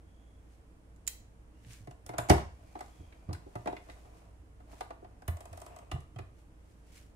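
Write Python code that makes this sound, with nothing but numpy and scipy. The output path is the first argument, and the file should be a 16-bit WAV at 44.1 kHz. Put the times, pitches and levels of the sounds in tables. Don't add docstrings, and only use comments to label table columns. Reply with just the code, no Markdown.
import sys
import numpy as np
from scipy import signal
from scipy.fft import rfft, irfft
from scipy.io import wavfile

SR = 44100
rng = np.random.default_rng(int(sys.argv[2]) if len(sys.argv) > 2 else 0)


def dump_mix(stems):
    frames = np.atleast_2d(stems).T
    limited = np.clip(frames, -1, 1)
    pcm = np.round(limited * 32767).astype(np.int16)
    wavfile.write(sys.argv[1], SR, pcm)


N = 315315
TIME = np.arange(N) / SR
RING_SIZE = SR // 2
RING_TIME = TIME[:RING_SIZE]

# frequency_hz, density_db
ROOM_TONE = [(12, -41), (20, -9), (61, -8.5), (106, -8.5), (129, -19.5), (180, -17.5), (213, -21.5),
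             (324, -17), (362, -28), (452, -25), (1770, -37.5), (3260, -44.5), (3960, -49), (9660, -47.5),
             (15500, -64.5)]
# frequency_hz, correlation
ROOM_LIKENESS = [(50, 0.99), (110, 0.93), (200, 0.76), (380, 0.44), (700, 0.39), (1300, -0.34),
                 (4000, -0.15), (15000, 0.2)]
# pitch_hz, level_db
HUM_TONES = [(57, -58.5), (452, -78.5)]
# frequency_hz, t60_s
ROOM_DECAY = [(100, 0.38), (400, 0.28), (1500, 0.37), (6000, 0.36), (14000, 0.22)]
# frequency_hz, level_db
ROOM_TAIL = [(100, -8.5), (400, -7.5), (1500, -2), (6000, -6), (14000, -4)]
# start_s, length_s, start_hz, end_hz, level_db
WHISTLE_GLIDES = [(0.033, 0.4, 3290, 3360, -76), (1.534, 0.09, 2780, 2860, -75),
                  (2.621, 0.23, 2335, 2410, -73), (2.88, 0.31, 3420, 3120, -72),
                  (2.897, 0.52, 2454, 2300, -75)]
# peak_s, level_db, swell_and_fade_s
SLEEVE_STROKES = [(.53, -73.5, 0.065), (1.731, -56, 0.054), (2.85, -67.5, 0.3), (3.62, -70, 0.22),
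                  (3.93, -67, 0.21), (4.179, -70, 0.076), (4.72, -63.5, 0.021), (4.785, -63.5, 0.062),
                  (5.62, -67, 0.2), (6.4, -71.5, 0.035), (6.719, -74.5, 0.1), (6.97, -59, 0.058)]
# frequency_hz, density_db
CLOTH_COLOUR = [(700, -25), (1200, -8), (2200, -2.5), (3700, -8), (7000, -7), (10000, -10), (13600, -17.5),
                (15500, -21)]
# start_s, level_db
SWITCH_SNAPS = [(.962, -56), (1.068, -31), (1.076, -15.5), (1.0774, -20), (1.079, -19.5)]
# pitch_hz, level_db, t60_s
BLADE_MODES = [(6260, -37, 0.018), (7110, -8.5, 0.034), (7250, -12, 0.012), (7920, -12, 0.021),
               (9440, -21, 0.011), (13800, -18, 0.0091), (14700, -25, .008)]
# frequency_hz, density_db
HOUSING_COLOUR = [(200, -45.5), (500, -32), (800, -19), (1300, -13), (2100, -3.5), (3200, -8.5),
                  (4100, -4.5), (5000, -5.5), (7200, 2.5), (10000, -6), (15500, -10.5)]
# start_s, level_db, pitch_hz
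EDGE_TICKS = [(1.648, -55, 2200), (1.708, -52, 2310), (1.722, -52, 5200), (1.733, -46, 6100),
              (2.064, -42.5, 8200), (3.330, -43, 4600), (3.334, -45.5, 8190), (3.674, -46, 2700),
              (3.767, -48, 2200), (3.899, -51, 3000), (4.808, -47, 7000), (5.2797, -33, 11100),
              (5.602, -49, 7500)]
# start_s, level_db, pitch_hz
FOOT_THUMPS = [(1.664, -45.5, 117), (1.805, -42, 105), (1.877, -43, 136), (2.094, -42.5, 121),
               (2.187, -30, 115.5), (2.302, -6.5, 85), (2.995, -39.5, 83), (3.288, -24.5, 94),
               (3.326, -32, 102), (3.557, -35, 114), (3.659, -50, 122), (5.284, -18, 83.5),
               (5.515, -37, 87), (5.926, -25, 77.6), (5.941, -28, 136), (6.161, -32.5, 114.8),
               (6.19, -30.5, 97.4)]
# pitch_hz, level_db, t60_s
COUNTER_MODES = [(68.8, -19.5, 0.49), (92.5, -23.5, 0.5), (135, -10.5, .21), (157.5, -6.5, 0.092),
                 (215, -13.5, 0.067)]
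# start_s, level_db, brightness_db_per_octave, plates_share_db, hollow_hz, spot_hz
BODY_KNOCKS = [(1.871, -51.5, -5, -4.5, 704, 2060), (1.909, -56.5, -2.5, -19, 685, 2930),
               (2.062, -59.5, 1, 1, 760, 3210), (2.09, -43.5, -4, -7, 884, 2100),
               (2.1355, -44, -7, -11, 726, 1400), (2.1815, -33, -2, -12.5, 688, 1550),
               (2.286, -41, -3, -3.5, 726, 6900), (2.294, -38, 0, 0, 764, 5310),
               (2.297, -29, -0.5, 6, 750, 5300), (2.2995, -20.5, -4, -6.5, 814, 2984),
               (2.3119, -29.5, -4, -6, 628, 1490), (2.319, -34.5, -6.5, -9.5, 938, 1400),
               (2.33, -36.5, -7, -11.5, 975, 1010), (2.378, -41, -5.5, -15, 1040, 1150),
               (2.752, -43.5, -9, -16, 793, 2100), (2.79, -57, -1.5, -29, 740, 7900),
               (2.806, -43.5, -4, -14, 790, 2030), (2.996, -76, -22.5, -12.5, 700, 3220),
               (3.289, -51, -7.5, -6.5, 697, 1130), (3.306, -51.5, -9, -8, 750, 1200),
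               (3.329, -52, -0.5, -11, 1000, 8600), (3.461, -60, -11.5, -5.5, 716, 3740),
               (3.553, -42, -5.5, -9.5, 617, 1184), (3.657, -40.5, -7, -9.5, 674, 1900),
               (3.6719, -33, -7, -13, 820, 2260), (3.725, -43, -8, -11, 708, 810),
               (3.885, -54, -6.5, -15.5, 683, 3600), (4.048, -62.5, -8.5, -14.5, 790, 895),
               (4.601, -61, -7, -16.5, 735, 1360), (4.727, -55, -7, -12, 707, 5130),
               (4.8065, -39, -4.5, -19, 757, 816), (4.904, -44, -7, -20, 674, 1365),
               (5.021, -59.5, -19.5, -18.5, 707, 1430), (5.044, -52, -8, -24.5, 708, 750),
               (5.2195, -56, -4, -19.5, 753, 1540), (5.2799, -44.5, -3, -11, 648, 1115),
               (5.914, -46.5, -1.5, -13, 770, 1230), (5.957, -53, -12.5, -25, 713, 3340),
               (6.004, -68, 0.5, -20, 760, 10700), (6.159, -56, -4.5, -14, 720, 1250),
               (6.186, -50, -4, -10, 720, 1250)]
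# pitch_hz, level_db, t60_s
BODY_MODES = [(240, -15.5, 0.2), (303, -4.5, 0.12), (339.4, -3, 0.13), (396.5, -7.5, 0.18),
              (463.4, -10, 0.073), (524, -15.5, 0.26), (621, -4.5, 0.05), (710.5, -9, 0.54),
              (831.6, -11.5, 0.27), (890, -16, 0.084), (934, -22, 0.22), (988, -16.5, 0.27),
              (1258, -16, 0.32), (1380, -17.5, 0.16), (1505, -19.5, 0.061), (1700, -16, 0.25),
              (2002, -11, 0.34), (2710, -18, 0.25), (2880, -23, .17), (3120, -24, 0.14), (3490, -20, 0.064),
              (3940, -23.5, 0.1)]
# frequency_hz, density_db
CRACK_COLOUR = [(150, 5.5), (400, 0.5), (510, -2), (650, 0.5), (900, -0.5), (1400, 1.5), (2200, 1),
                (3100, -6.5), (4500, -5.5), (6800, -3), (9000, -5), (12000, -11.5), (15500, -21.5)]
# low_hz, high_hz
PART_BANDS = [(180, 520), (520, 1180), (1220, 4500), (4500, 15300)]
# gain_db, left_minus_right_db, left_lag_ms
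PART_RADIATION = [(-2, -2, 0.64), (-0.8, -1.5, 0.36), (-4.5, -1.5, 0.29), (-2.5, -1, 0.31)]
# time_s, extra_decay_db_per_s
HAND_DAMPING = [(0, 151), (2.2, 79), (2.3, 54), (2.7, 199), (3.6, 102.5), (4.5, 422.5), (5.2, 340),
                (6.3, 248)]
# start_s, end_s, level_db, swell_db_per_s
RUB_SLIDES = [(2.11, 2.279, -54, 21), (2.59, 4.23, -70.5, 3.5), (4.682, 5.202, -65.5, -10.5),
              (5.316, 5.75, -62, 4), (5.714, 5.76, -60.5, 17)]
# frequency_hz, density_db
RUB_COLOUR = [(150, -43), (250, -10.5), (441, -8.5), (479, -11.5), (686, 0.5), (885, -9.5), (994, -7),
              (1420, -17), (2210, -23), (2570, -21), (4000, -40.5), (5200, -60), (8800, -120)]
# start_s, level_db, pitch_hz, ring_offset_db
HINGE_CLACKS = [(2.194, -46, 1540, -8), (3.123, -60, 2280, -3), (3.331, -59, 4100, 4),
                (3.346, -53.5, 1490, 2), (3.766, -51, 2100, 1), (3.897, -51, 1990, -14),
                (5.278, -48.5, 2950, -7), (5.9133, -43.5, 2830, -15), (6.186, -52.5, 2480, -6.5)]
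# plates_db, casing_db, clack_db, tick_db
CLACK_PART_DB = (-6, -9.5, -1, -21)
# pitch_ratio, level_db, t60_s
FITTING_MODES = [(1.0, 3, 0.06), (1.173, -4, 0.068), (1.647, -16, 0.08)]
# start_s, level_db, brightness_db_per_octave
FRAME_JOLTS = [(5.281, -46, 0), (5.915, -44, -3), (5.957, -57, -7), (6.161, -55.5, 3), (6.187, -50, -2)]
# pitch_hz, level_db, t60_s
FRAME_MODES = [(380, -5, 0.17), (659, -3.5, 0.09), (767, -3.5, 0.13), (1040, -8, 0.085), (1148, -5, 0.078),
               (1215, -3.5, 0.073), (2017, -6.5, 0.069), (2520, -6.5, 0.067), (2920, -19, 0.035),
               (3190, -3, 0.037)]
# start_s, level_db
FOOT_SLIPS = [(5.3693, -49), (5.4062, -46.5), (5.4545, -47.5), (5.5291, -46.5), (5.5739, -46.5),
              (5.6163, -45.5), (5.6632, -47), (5.7619, -49), (5.7868, -51)]
# plates_db, casing_db, clack_db, tick_db
SLIP_PART_DB = (-19.5, -5.5, -15, -14)

CLACK_CONTACT_MS, CLACK_HOLLOW_HZ = 2.4, 850
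SLIP_CONTACT_MS, SLIP_HOLLOW_HZ, SLIP_HZ = 1.7, 668, 8040


def from_db(db):
    return 10 ** (np.asarray(db) / 20)


def unit_rms(x):
    return x / np.sqrt(np.mean(x ** 2) + 1e-20)


def at_hz(table, hz):
    frequencies, values = np.transpose(table)
    return np.interp(np.log(hz + 1e-9), np.log(frequencies), values)


def band(x, low_hz, high_hz, order=3):
    sections = signal.butter(order, [low_hz, high_hz], "band", fs=SR, output="sos")
    return signal.sosfilt(sections, x + 1e-18)


def add(out, start_s, sound):
    at = round(start_s * SR)
    out[..., at:at + sound.shape[-1]] += sound[..., :N - at]


def noise(colour, likeness, size):
    hz = np.fft.rfftfreq(size, 1 / SR)
    mid, side = rfft(rng.standard_normal((2, size))) * from_db(at_hz(colour, hz))
    alike = np.clip(at_hz(likeness, hz) if np.ndim(likeness) else likeness, -1, 1)
    spectrum = np.sqrt(1 + alike) * mid + np.sqrt(1 - alike) * side * [[1], [-1]]
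    return unit_rms(irfft(spectrum, size))


def rise(rise_s):
    return 1 - np.exp(-RING_TIME / rise_s)


def decay(t60_s):
    return from_db(-60 * RING_TIME / t60_s)


def rings(modes):
    return np.array([from_db(db) * decay(t60_s) * np.sin(2 * np.pi * hz * RING_TIME)
                     for hz, db, t60_s in modes])


def at_ports(x, pan_db, lag_s=0.000315):
    time = TIME[:x.shape[1]]
    left = np.interp(time - lag_s, time, x[0], left=0)
    return np.array([left, x[1]]) * from_db([[pan_db / 2], [-pan_db / 2]])


def kitchen(x, first_wall_s=0.0029, stretch=0.98):
    edges_hz, tail = np.geomspace(60, 16000, 9), 0
    white = noise([(20, 0), (20000, 0)], ROOM_LIKENESS, RING_SIZE)
    onset = np.clip(RING_TIME / first_wall_s - 1, 0, 1)
    for low, high in zip(edges_hz, edges_hz[1:]):
        hz = np.sqrt(low * high)
        octave = band(white, low, high) * decay(stretch * at_hz(ROOM_DECAY, hz)) * onset
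        width_gain = np.sqrt(2 * (high - low) / SR / RING_SIZE)
        tail = tail + unit_rms(octave) * from_db(at_hz(ROOM_TAIL, hz)) * width_gain
    send = np.sqrt(0.5) * (x[1:] + 0.62 * x[:1])
    return signal.fftconvolve(send, tail, axes=1)[:, :N]


def room_tone(air_db=-58):
    hum = sum(np.sqrt(2) * from_db(db) * np.sin(2 * np.pi * (hz * TIME + rng.random()))
              for hz, db in HUM_TONES)
    air = from_db(air_db) * noise(ROOM_TONE, ROOM_LIKENESS, N)
    return (air + hum) * from_db([[-0.7], [0.7]])


def whistles(width_hz=100, octave_db=-8, gain_db=-2.5, waver=0.81):
    out = np.zeros((2, N))
    wobble = unit_rms(band(rng.standard_normal((2, N)), 5.8, width_hz, order=1))
    flutter = unit_rms(1 + waver * wobble)
    jitter_hz = width_hz * unit_rms(band(rng.standard_normal(N), 16, 280, order=1))
    for start_s, length_s, start_hz, end_hz, db in WHISTLE_GLIDES:
        progress = np.clip((TIME - start_s) / length_s, 0, 1)
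        phase = 2 * np.pi * np.cumsum(start_hz + (end_hz - start_hz) * progress + jitter_hz) / SR
        tone = np.sin(phase) + from_db(octave_db) * np.sin(2 * phase)
        swell = np.sqrt(np.abs(np.sin(np.pi * progress)))
        out += from_db(db + gain_db) * swell * flutter * tone
    return out


def friction(colour, likeness, grain_db, grains_per_s):
    grain = np.interp(TIME * grains_per_s, np.arange(N // 10), rng.standard_normal(N // 10))
    return unit_rms(noise(colour, likeness, N) * from_db(grain_db * grain))


def sleeve(rest_db=-94.5):
    strokes = [from_db(db) * np.exp(-np.abs(TIME - peak_s) / swell_s)
               for peak_s, db, swell_s in SLEEVE_STROKES]
    motion = np.sqrt(from_db(rest_db) ** 2 + np.sum(np.square(strokes), axis=0))
    return motion * friction(CLOTH_COLOUR, likeness=0.075, grain_db=2.0, grains_per_s=460)


def switch(ping_db=-7, crack_db=-15, crack_t60_s=0.028, room_db=1):
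    ping, crack = np.zeros((2, N)), np.zeros((2, N))
    blade = rings(BLADE_MODES).sum(axis=0)
    for start_s, db in SWITCH_SNAPS:
        add(ping, start_s, from_db(db + ping_db) * blade)
        burst = noise(HOUSING_COLOUR, likeness=0.22, size=RING_SIZE) * decay(crack_t60_s)
        add(crack, start_s, from_db(db + crack_db) * burst)
    crack = at_ports(crack, pan_db=-6.0)
    return at_ports(ping, pan_db=-14.5) + crack + from_db(room_db) * kitchen(crack, stretch=1.0)


def ticks(t60_s=0.012, slip_db=-3):
    out = np.zeros((2, N))
    slip_ticks = [(start_s, db + slip_db, SLIP_HZ) for start_s, db in FOOT_SLIPS]
    for start_s, db, hz in EDGE_TICKS + slip_ticks:
        grit = signal.lfilter(*signal.iirpeak(hz, Q=2.6, fs=SR), rng.standard_normal((2, RING_SIZE)))
        add(out, start_s, from_db(db) * unit_rms(grit) * decay(t60_s))
    return at_ports(out, pan_db=-0.5)


def thumps(bob_t60_s=0.098, reference_db=-16, halving_db=26, moved_s=4.5):
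    out, counter = np.zeros(N), rings(COUNTER_MODES).sum(axis=0)
    for start_s, db, hz in FOOT_THUMPS:
        t60_s = bob_t60_s * 2 ** ((reference_db - db) / halving_db)
        bob = rings([(hz, 0, t60_s)])[0]
        boom = from_db(0.5 if start_s < moved_s else -13.5) * counter
        add(out, start_s, from_db(db) * (bob + boom) * rise(0.0034))
    out = band(out, 56, 1200)
    return at_ports(np.array([out, out]), pan_db=-2.5)


def blows(hard_contact_ms=1.47):
    centres = np.log2(PART_BANDS).mean(axis=1)
    octaves_from_casing = centres - centres[1]
    for start_s, db, brightness, plates_db, hollow_hz, spot_hz in BODY_KNOCKS:
        levels_db = db + brightness * octaves_from_casing
        levels_db[0] += plates_db
        contact_ms = hard_contact_ms * np.exp(-0.14 * brightness)
        yield start_s, levels_db, contact_ms, hollow_hz, spot_hz
    for start_s, db, hz, _ in HINGE_CLACKS:
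        yield start_s, db + np.array(CLACK_PART_DB), CLACK_CONTACT_MS, CLACK_HOLLOW_HZ, hz
    for start_s, db in FOOT_SLIPS:
        yield start_s, db + np.array(SLIP_PART_DB), SLIP_CONTACT_MS, SLIP_HOLLOW_HZ, SLIP_HZ


def strike(modes, level_db, vary_db=2.5):
    signs = rng.choice([-1, 1], len(modes))
    strengths = from_db(level_db + vary_db * rng.standard_normal((2, len(modes))))
    return (signs * strengths) @ modes


def knocks(crack_t60_s=0.053, chatter_db=0.5, chatter_per_s=900, spot_db=3.5,
           hollow_db=2.5, hollow_t60_s=0.032, t60_cycles=300):
    out, modes = np.zeros((2, N)), rings(BODY_MODES)
    attack = SR * 3 // 100
    for start_s, levels_db, contact_ms, hollow_hz, spot_hz in blows():
        grip_db_per_s = np.interp(start_s, *np.transpose(HAND_DAMPING))
        ringing = strike(modes, level_db=-4.5) * from_db(-grip_db_per_s * RING_TIME)
        hollow = rings([(hollow_hz, hollow_db, hollow_t60_s)])
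        chatter = np.interp(RING_TIME * chatter_per_s, np.arange(RING_SIZE), rng.standard_normal(RING_SIZE))
        crack = noise(CRACK_COLOUR, likeness=0.17, size=RING_SIZE)
        crack *= from_db(chatter_db * chatter) * decay(crack_t60_s)
        spot = from_db(spot_db) * signal.lfilter(*signal.iirpeak(spot_hz, Q=14, fs=SR), crack + 1e-18)
        knock = (ringing + hollow + crack + spot) * rise(contact_ms / 1000)
        for (low, high), db, (gain_db, pan_db, lag_ms) in zip(PART_BANDS, levels_db, PART_RADIATION):
            part = band(knock, low, high) * decay(t60_cycles / np.sqrt(low * high))
            part /= np.sqrt(np.mean(part[:, :attack] ** 2, axis=1, keepdims=True))
            add(out, start_s, from_db(db + gain_db) * at_ports(part, pan_db, lag_ms / 1000))
    return out


def rubbing(attack_s=0.03, release_s=0.1):
    gain = np.zeros(N)
    for start_s, end_s, db, swell_db_per_s in RUB_SLIDES:
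        elapsed_s = np.clip(TIME, start_s, end_s) - start_s
        fade = np.maximum(start_s - TIME, 0) / attack_s + np.maximum(TIME - end_s, 0) / release_s
        gain += from_db(db + swell_db_per_s * elapsed_s) * np.exp(-fade)
    scrape = friction(RUB_COLOUR, likeness=0.24, grain_db=3.5, grains_per_s=160)
    return at_ports(gain * scrape, pan_db=1.5)


def fittings():
    out = np.zeros(N)
    for start_s, db, hz, ring_db in HINGE_CLACKS:
        modes = [(hz * ratio, mode_db, t60_s) for ratio, mode_db, t60_s in FITTING_MODES]
        add(out, start_s, from_db(db + ring_db) * rings(modes).sum(axis=0))
    return at_ports(np.array([out, out]), pan_db=2.0)


def open_frame(slip_db=-13.5, slip_db_per_octave=2):
    out, modes = np.zeros((2, N)), rings(FRAME_MODES)
    octaves = np.log2(np.array(FRAME_MODES)[:, 0] / 1000)
    slip_jolts = [(start_s, db + slip_db, slip_db_per_octave) for start_s, db in FOOT_SLIPS]
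    for start_s, db, brightness in FRAME_JOLTS + slip_jolts:
        add(out, start_s, strike(modes, db + brightness * octaves) * rise(0.0011))
    return at_ports(out, pan_db=-6.5, lag_s=0.00013)


def scene():
    rub, cloth = rubbing(), sleeve()
    machine = knocks() + fittings() + ticks() + open_frame() + thumps() + rub
    return machine + kitchen(machine) + switch() + cloth + whistles() + room_tone()


def record(dry):
    return signal.sosfilt(signal.ellip(10, 0.1, 80, 15600, fs=SR, output="sos"), dry)


dry = scene()
out = record(dry)
dump_mix(out)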